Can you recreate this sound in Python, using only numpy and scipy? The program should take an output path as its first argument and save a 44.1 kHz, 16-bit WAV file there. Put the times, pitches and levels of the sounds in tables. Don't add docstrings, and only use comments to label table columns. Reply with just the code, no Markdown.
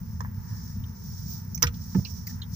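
import sys
import numpy as np
from scipy import signal
from scipy.fft import rfft, irfft
from scipy.io import wavfile
from scipy.ndimage import uniform_filter1d

SR = 44100
rng = np.random.default_rng(int(sys.argv[2]) if len(sys.argv) > 2 else 0)


def boost(x):
    u = np.asarray(x, float) / 20
    return 10 ** u


def unload_wav(signal):
    wavfile.write(
        sys.argv[1],
        SR,
        np.round(np.clip(np.atleast_2d(signal).T, -1, 1) * 32767).astype(np.int16),
    )


N = 112454
T = np.arange(N) / SR
CLOTH_ALIKE = 0.11


def colour(x, table, size=8192):
    hz, db = np.array(table, float).T
    grid_hz = np.arange(size // 2 + 1) * SR / size
    log_gain = np.interp(np.log(grid_hz + 1), np.log(hz), db) * np.log(10) / 20
    cepstrum = irfft(log_gain)
    cepstrum[1:size // 2] *= 2
    cepstrum[size // 2 + 1:] = 0
    response = irfft(np.exp(rfft(cepstrum)))[None, :size // 2]
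    return signal.fftconvolve(x, response, axes=1)[:, :x.shape[1]]


def level(x, db):
    return x * boost(db) / np.sqrt(np.mean(x ** 2))


def curve(table):
    return np.interp(T, *np.array(table, float).T)


def pan(db):
    return boost(np.array([db / 2, -db / 2]).reshape(2, -1))


def noise(alike, size=N):
    mid, side = rng.standard_normal((2, size))
    alike = np.clip(alike, -1, 1)
    shared = np.sqrt((1 + alike) / 2) * mid
    return shared + np.sqrt((1 - alike) / 2) * side * np.array([[1], [-1]])


def walk(rate):
    hold = int(SR / rate)
    steps = np.repeat(rng.standard_normal(N // hold + 1), hold)
    return 1.51 * uniform_filter1d(uniform_filter1d(steps, hold), hold)[:N]


def add(out, at_s, x):
    i = int(at_s * SR)
    out[:, i:i + x.shape[1]] += x[:, :N - i]


def hump(hz, octaves, ripple):
    steps = np.linspace(-4, 4, len(ripple))
    return np.c_[hz * 2 ** (octaves * steps), ripple - 6 * np.abs(steps) ** 1.6]


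def rumble():
    # t/s, level/dB
    load = [(0.0, -31), (0.07, -37), (1.12, -36), (1.39, -38.5), (1.94, -35.5), (2.12, -39), (2.55, -36.5)]
    # f/Hz, gain/dB
    cab = [(25, -26), (60, -5.5), (94, 1), (135, -5), (182, -5), (235, -10.5), (265, -26.5), (330, -53.5)]
    firing_hz, jitter, scatter_db = 31.1, 0.06, 4.0
    timing, strength = rng.standard_normal((200, 2)).T
    at = np.cumsum((1 + jitter * timing) / firing_hz) * SR
    inside = at < N
    firings = np.zeros((2, N))
    firings[:, at[inside].astype(int)] = boost(scatter_db * strength[inside])
    road = boost(-3.5 + 2.0 * walk(14)) * noise(alike=0.8)
    drive = level(firings, -8.5) + road
    return level(colour(drive, cab), 0) * boost(curve(load)) * pan(-0.15)


def vent():
    # f/Hz, gain/dB
    air_band = [(100, -40), (240, -5.5), (310, -13), (350, -8), (500, -9), (590, -28), (680, -16),
                (800, -30)]
    # f/Hz, gain/dB
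    duct_band = [(700, -24), (790, -14), (830, -1), (950, 0), (1100, -6), (1900, -9), (2300, -18),
                 (4000, -30)]
    alike = 0.017
    air = level(colour(noise(alike), air_band), -62) * boost(0.84 * walk(8.93))
    duct = level(colour(noise(-0.15), duct_band), -60) * boost(1.0 * walk(9))
    hiss = colour(noise(alike), [(600, -36), (2500, -5)]) * boost(-68.5 + 1.5 * walk(15))
    return air + duct + hiss


def cloth():
    # t/s, level/dB
    sliding = [(0, -73.5), (.12, -65.5), (.3, -73), (.44, -67.5), (.48, -61), (.7, -59), (.78, -67.5),
               (.94, -68.5), (.98, -61.5), (1.34, -52), (1.43, -63.5), (1.72, -71), (1.76, -59.5),
               (1.95, -58), (2.17, -58), (2.25, -63), (2.3, -52.5), (2.45, -72.5), (2.55, -56)]
    # t/s, left minus right/dB
    place = [(0, -0.5), (.8, -1), (1.2, -3.5), (1.95, -2.5), (2.08, -9.5), (2.22, -5), (2.28, -4),
             (2.55, 2)]
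    grains_per_s, grain_db = 1900, 1.4
    grains = (rng.random(N) < grains_per_s / SR) * boost(grain_db * rng.exponential(size=N))
    grains = uniform_filter1d(grains, size=8)
    rub = (1 + level(grains, -8.5)) * noise(CLOTH_ALIKE) * boost(1.2 * walk(40))
    rub = colour(rub, [(600, -24), (2500, -17), (5500, 6), (12000, -8), (15000, -9.5)])
    return level(rub, 0) * boost(curve(sliding) + 5.5) * pan(curve(place))


def thuds():
    # t/s, peak level/dB, f/Hz, length/s, left minus right/dB
    bumps = [(0.141, -31, 83.3, 0.067, -1.5), (.375, -35, 103, .04, -8), (.51, -27.5, 99.7, 0.038, -1),
             (0.759, -30, 96.2, 0.061, -1), (1.64, -27, 141, 0.026, 6.5), (1.655, -25, 83.4, 0.055, -3.5),
             (1.9498, -16.5, 182, 0.035, -4), (1.9862, -15.5, 142, 0.012, -3.5),
             (2.008, -31.5, 122, 0.018, -8), (1.969, -25, 135, .015, -4), (1.952, -29, 260, .028, -8),
             (1.949, -33, 360, .024, -4), (1.949, -37, 470, .022, -4), (2.107, -32, 90.7, .05, -2.5)]
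    out = np.zeros((2, N))
    for at, db, hz, length, pan_db in bumps:
        t = T[:int(length * SR)]
        shape = np.sin(np.pi * (t / length) ** 0.72) ** 0.58
        add(out, at, boost(db) * shape * np.sin(2 * np.pi * hz * t) * pan(pan_db))
    return out


def strikes(table, octaves, tail_db):
    rise_s, alike, ripple_db, lag_s_per_db = 0.0011, 0.61, 2.0, 0.00007
    out, t = np.zeros((2, N)), T[:6000]
    for at, db, hz, t60, pan_db in table:
        click = t == t[1]
        rattle = noise(alike, size=len(t)) * (1 - np.exp(-t / rise_s)) * boost(-60 * t / t60)
        body = hump(hz, octaves, ripple_db * rng.standard_normal(size=33))
        rung = colour(np.vstack([click, rattle]), body, size=2048)
        hit, tail = rung[:1], rung[1:]
        burst = hit / np.abs(hit).max() + boost(tail_db) * tail / np.abs(tail).max()
        burst = burst / np.abs(burst).max() * boost(db) * pan(pan_db)
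        add(out[:1], at - min(pan_db, 0) * lag_s_per_db, burst[:1])
        add(out[1:], at, burst[1:])
    return out


def ticks():
    # t/s, peak level/dB, centre f/Hz, time to fade by 60 dB/s, left minus right/dB
    cracks = [(0.205, -42, 7000, .05, -9), (.205, -45, 3600, .035, -5), (1.546, -38, 14000, .05, -16.5),
              (1.576, -40, 6500, .05, -7), (1.6225, -31, 5600, .075, -16), (1.624, -25, 3000, .09, -10),
              (1.626, -21, 9000, .055, -8), (1.623, -26, 1200, .085, -3), (1.641, -30, 1700, .08, -2),
              (1.633, -26, 4400, .07, -3), (1.622, -32, 12000, .11, -17), (1.669, -24, 2600, .065, -3),
              (1.6695, -29, 6800, .055, -3), (1.742, -41, 4060, .06, -4), (1.948, -42, 1500, .07, -7.5),
              (2.269, -36, 6000, .17, 0), (2.269, -36, 14000, .04, -1), (1.947, -44, 2800, .07, -2)]
    return strikes(cracks, octaves=0.48, tail_db=0.0)


def snaps():
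    # t/s, peak level/dB, f/Hz, time to fade by 60 dB/s, left minus right/dB
    tones = [(.2056, -30.5, 1000, .014, -5), (.2052, -37, 1690, .016, -5), (.2055, -46, 6500, .015, -8),
             (.2065, -46, 5300, .01, -8), (.214, -43, 953, .05, -5), (.2478, -35, 1000, .01, -3),
             (.2478, -39, 1700, .012, -3), (1.5755, -37, 6100, .025, -7), (1.6235, -25, 6400, .02, -12),
             (1.6277, -9.5, 5800, .0045, -8), (1.6297, -17, 5200, .007, -8), (1.6297, -21, 6400, .007, -8),
             (1.6325, -25, 5170, .012, -6), (1.637, -27, 5350, .018, -4), (1.637, -31, 6920, .012, -4),
             (1.642, -30, 5700, .014, -4), (1.646, -33, 4985, .015, -3), (1.626, -27, 1335, .05, -5),
             (1.634, -28, 1020, .045, -4), (1.625, -29, 2210, .045, -5), (1.634, -26, 1660, .045, -3.5),
             (1.634, -28, 1880, .045, -3.5), (1.634, -29, 1480, .12, -3), (1.636, -31, 1238, .055, -3),
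             (1.626, -33, 3220, .04, -8), (1.63, -29, 3910, .04, -8), (1.626, -26, 4720, .03, -8),
             (1.67, -33, 2370, .02, -4), (1.948, -38, 890, .06, -5), (1.949, -44, 1270, .05, -5),
             (1.948, -43, 1770, .045, -5), (2.049, -35, 4194, .035, -8), (2.269, -36, 4800, .015, 0),
             (2.272, -42, 2100, .012, 0), (2.279, -42, 1950, .012, 0), (2.31, -46, 1900, .012, 0),
             (2.418, -32, 3919, .03, -4), (2.418, -38, 3688, .04, -4), (2.418, -38, 4210, .035, -4),
             (2.42, -41, 3128, .06, -4)]
    quarter_turn, scatter = 0.25, 0.06
    out, t = np.zeros((2, N)), T[:8000]
    for at, db, hz, t60, pan_db in tones:
        rise_s = min(0.08 * t60, 0.0012)
        shape = (1 - np.exp(-t / rise_s)) * boost(-60 * t / t60)
        turn = np.array([[-quarter_turn], [0]]) + scatter * rng.standard_normal((2, 1))
        tone = np.sin(2 * np.pi * (hz * t + turn))
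        add(out, at, boost(db) * shape / shape.max() * tone * pan(pan_db))
    return out


def pings():
    # t/s, peak level/dB, centre f/Hz, time to fade by 60 dB/s, left minus right/dB
    parts = [(.206, -38, 1150, .07, -5), (.206, -40, 1750, .08, -5), (.206, -48, 500, .08, -3),
             (.254, -44, 950, .07, -3), (.255, -42, 1750, .12, -3), (.838, -42, 3300, .04, -2),
             (1.547, -28, 6000, .055, -10), (1.578, -46, 2250, .05, 0), (1.675, -38, 1300, .08, -3),
             (2.049, -30, 4500, .07, -8), (2.053, -33, 2800, .09, -6), (2.27, -48, 2400, .05, 0),
             (2.269, -40, 4800, .06, 0), (2.295, -52, 1800, .06, 0), (2.419, -46, 6900, .06, -4),
             (2.426, -35, 3500, .07, -4), (2.42, -48, 1800, .08, -4)]
    return strikes(parts, octaves=0.17, tail_db=-2.0)


def strokes():
    # t/s, length/s, level/dB, centre f/Hz, left minus right/dB
    rubs = [
        (.4, .34, -66, 1750, -1),
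        (1.02, .25, -70, 5600, -5),
        (1.26, .16, -66, 15200, -10),
        (2.04, .2, -57, 5600, -13),
        (.46, .26, -67, 5200, -2),
    ]
    out = np.zeros((2, N))
    for at, length, db, hz, pan_db in rubs:
        band = hump(hz, 0.1, rng.standard_normal(size=9))
        rub = level(colour(noise(CLOTH_ALIKE), band, size=2048), db) * boost(2.0 * walk(30))
        progress = np.clip((T - at) / length, 0, 1)
        swell = np.sqrt(np.sin(np.pi * progress) + 1e-9)
        out = out + rub * swell * pan(pan_db)
    return out


def panel():
    # f/Hz, level/dB, time to fade by 60 dB/s
    modes = [(477.4, -2, .16), (280, -2.5, .1), (888, -4, 0.098), (1360, -6, 0.063), (1510, -6, .09),
             (1644, -5, 0.071), (1870, -5, 0.045)]
    # t/s, level/dB, contact/s
    blows = [
        (1.629, -30, 0.00077),
        (1.669, -50, .0005),
        (1.948, -38, 0.0016),
    ]
    out, t = np.zeros((2, N)), T[:16384]
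    for at, db, contact in blows:
        for hz, mode_db, t60 in modes:
            strength = boost(db + mode_db + 2.0 * rng.standard_normal((2, 1)))
            strength = strength / (1 + (hz * contact) ** 2)
            fade = boost(-60 * t / t60) * np.minimum(t / 0.0022, 1)
            add(out, at, strength * np.sin(2 * np.pi * hz * t) * fade)
    return out


def scene():
    steady = rumble() + vent() + cloth()
    return steady + thuds() + ticks() + snaps() + pings() + strokes() + panel()


def low_pass(x):
    return signal.sosfilt(signal.butter(12, 17110, fs=SR, output="sos"), x)


def record(dry):
    # f/Hz, gain/dB
    openings = [(2000, 1.5), (3200, -3.5), (4500, -0.5), (5700, 6.5), (7000, -1.5), (8200, -9), (13800, -2),
                (14800, -6.5)]
    ring_hz, ring_width_hz, ring_db, top_hz = 15210, 390, 31.5, 15460
    x = colour(dry, openings + [(16500, -4)])
    b, a = signal.iirpeak(ring_hz, ring_hz / ring_width_hz, SR)
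    ring = signal.lfilter(b, a, signal.lfilter(b, a, x))
    x = x + boost(ring_db) * ring
    steep_top = signal.ellip(8, 0.5, 50, top_hz, fs=SR, output="sos")
    mix = signal.sosfilt(steep_top, x)
    return low_pass(mix)


dry = scene()
out = record(dry)
unload_wav(out)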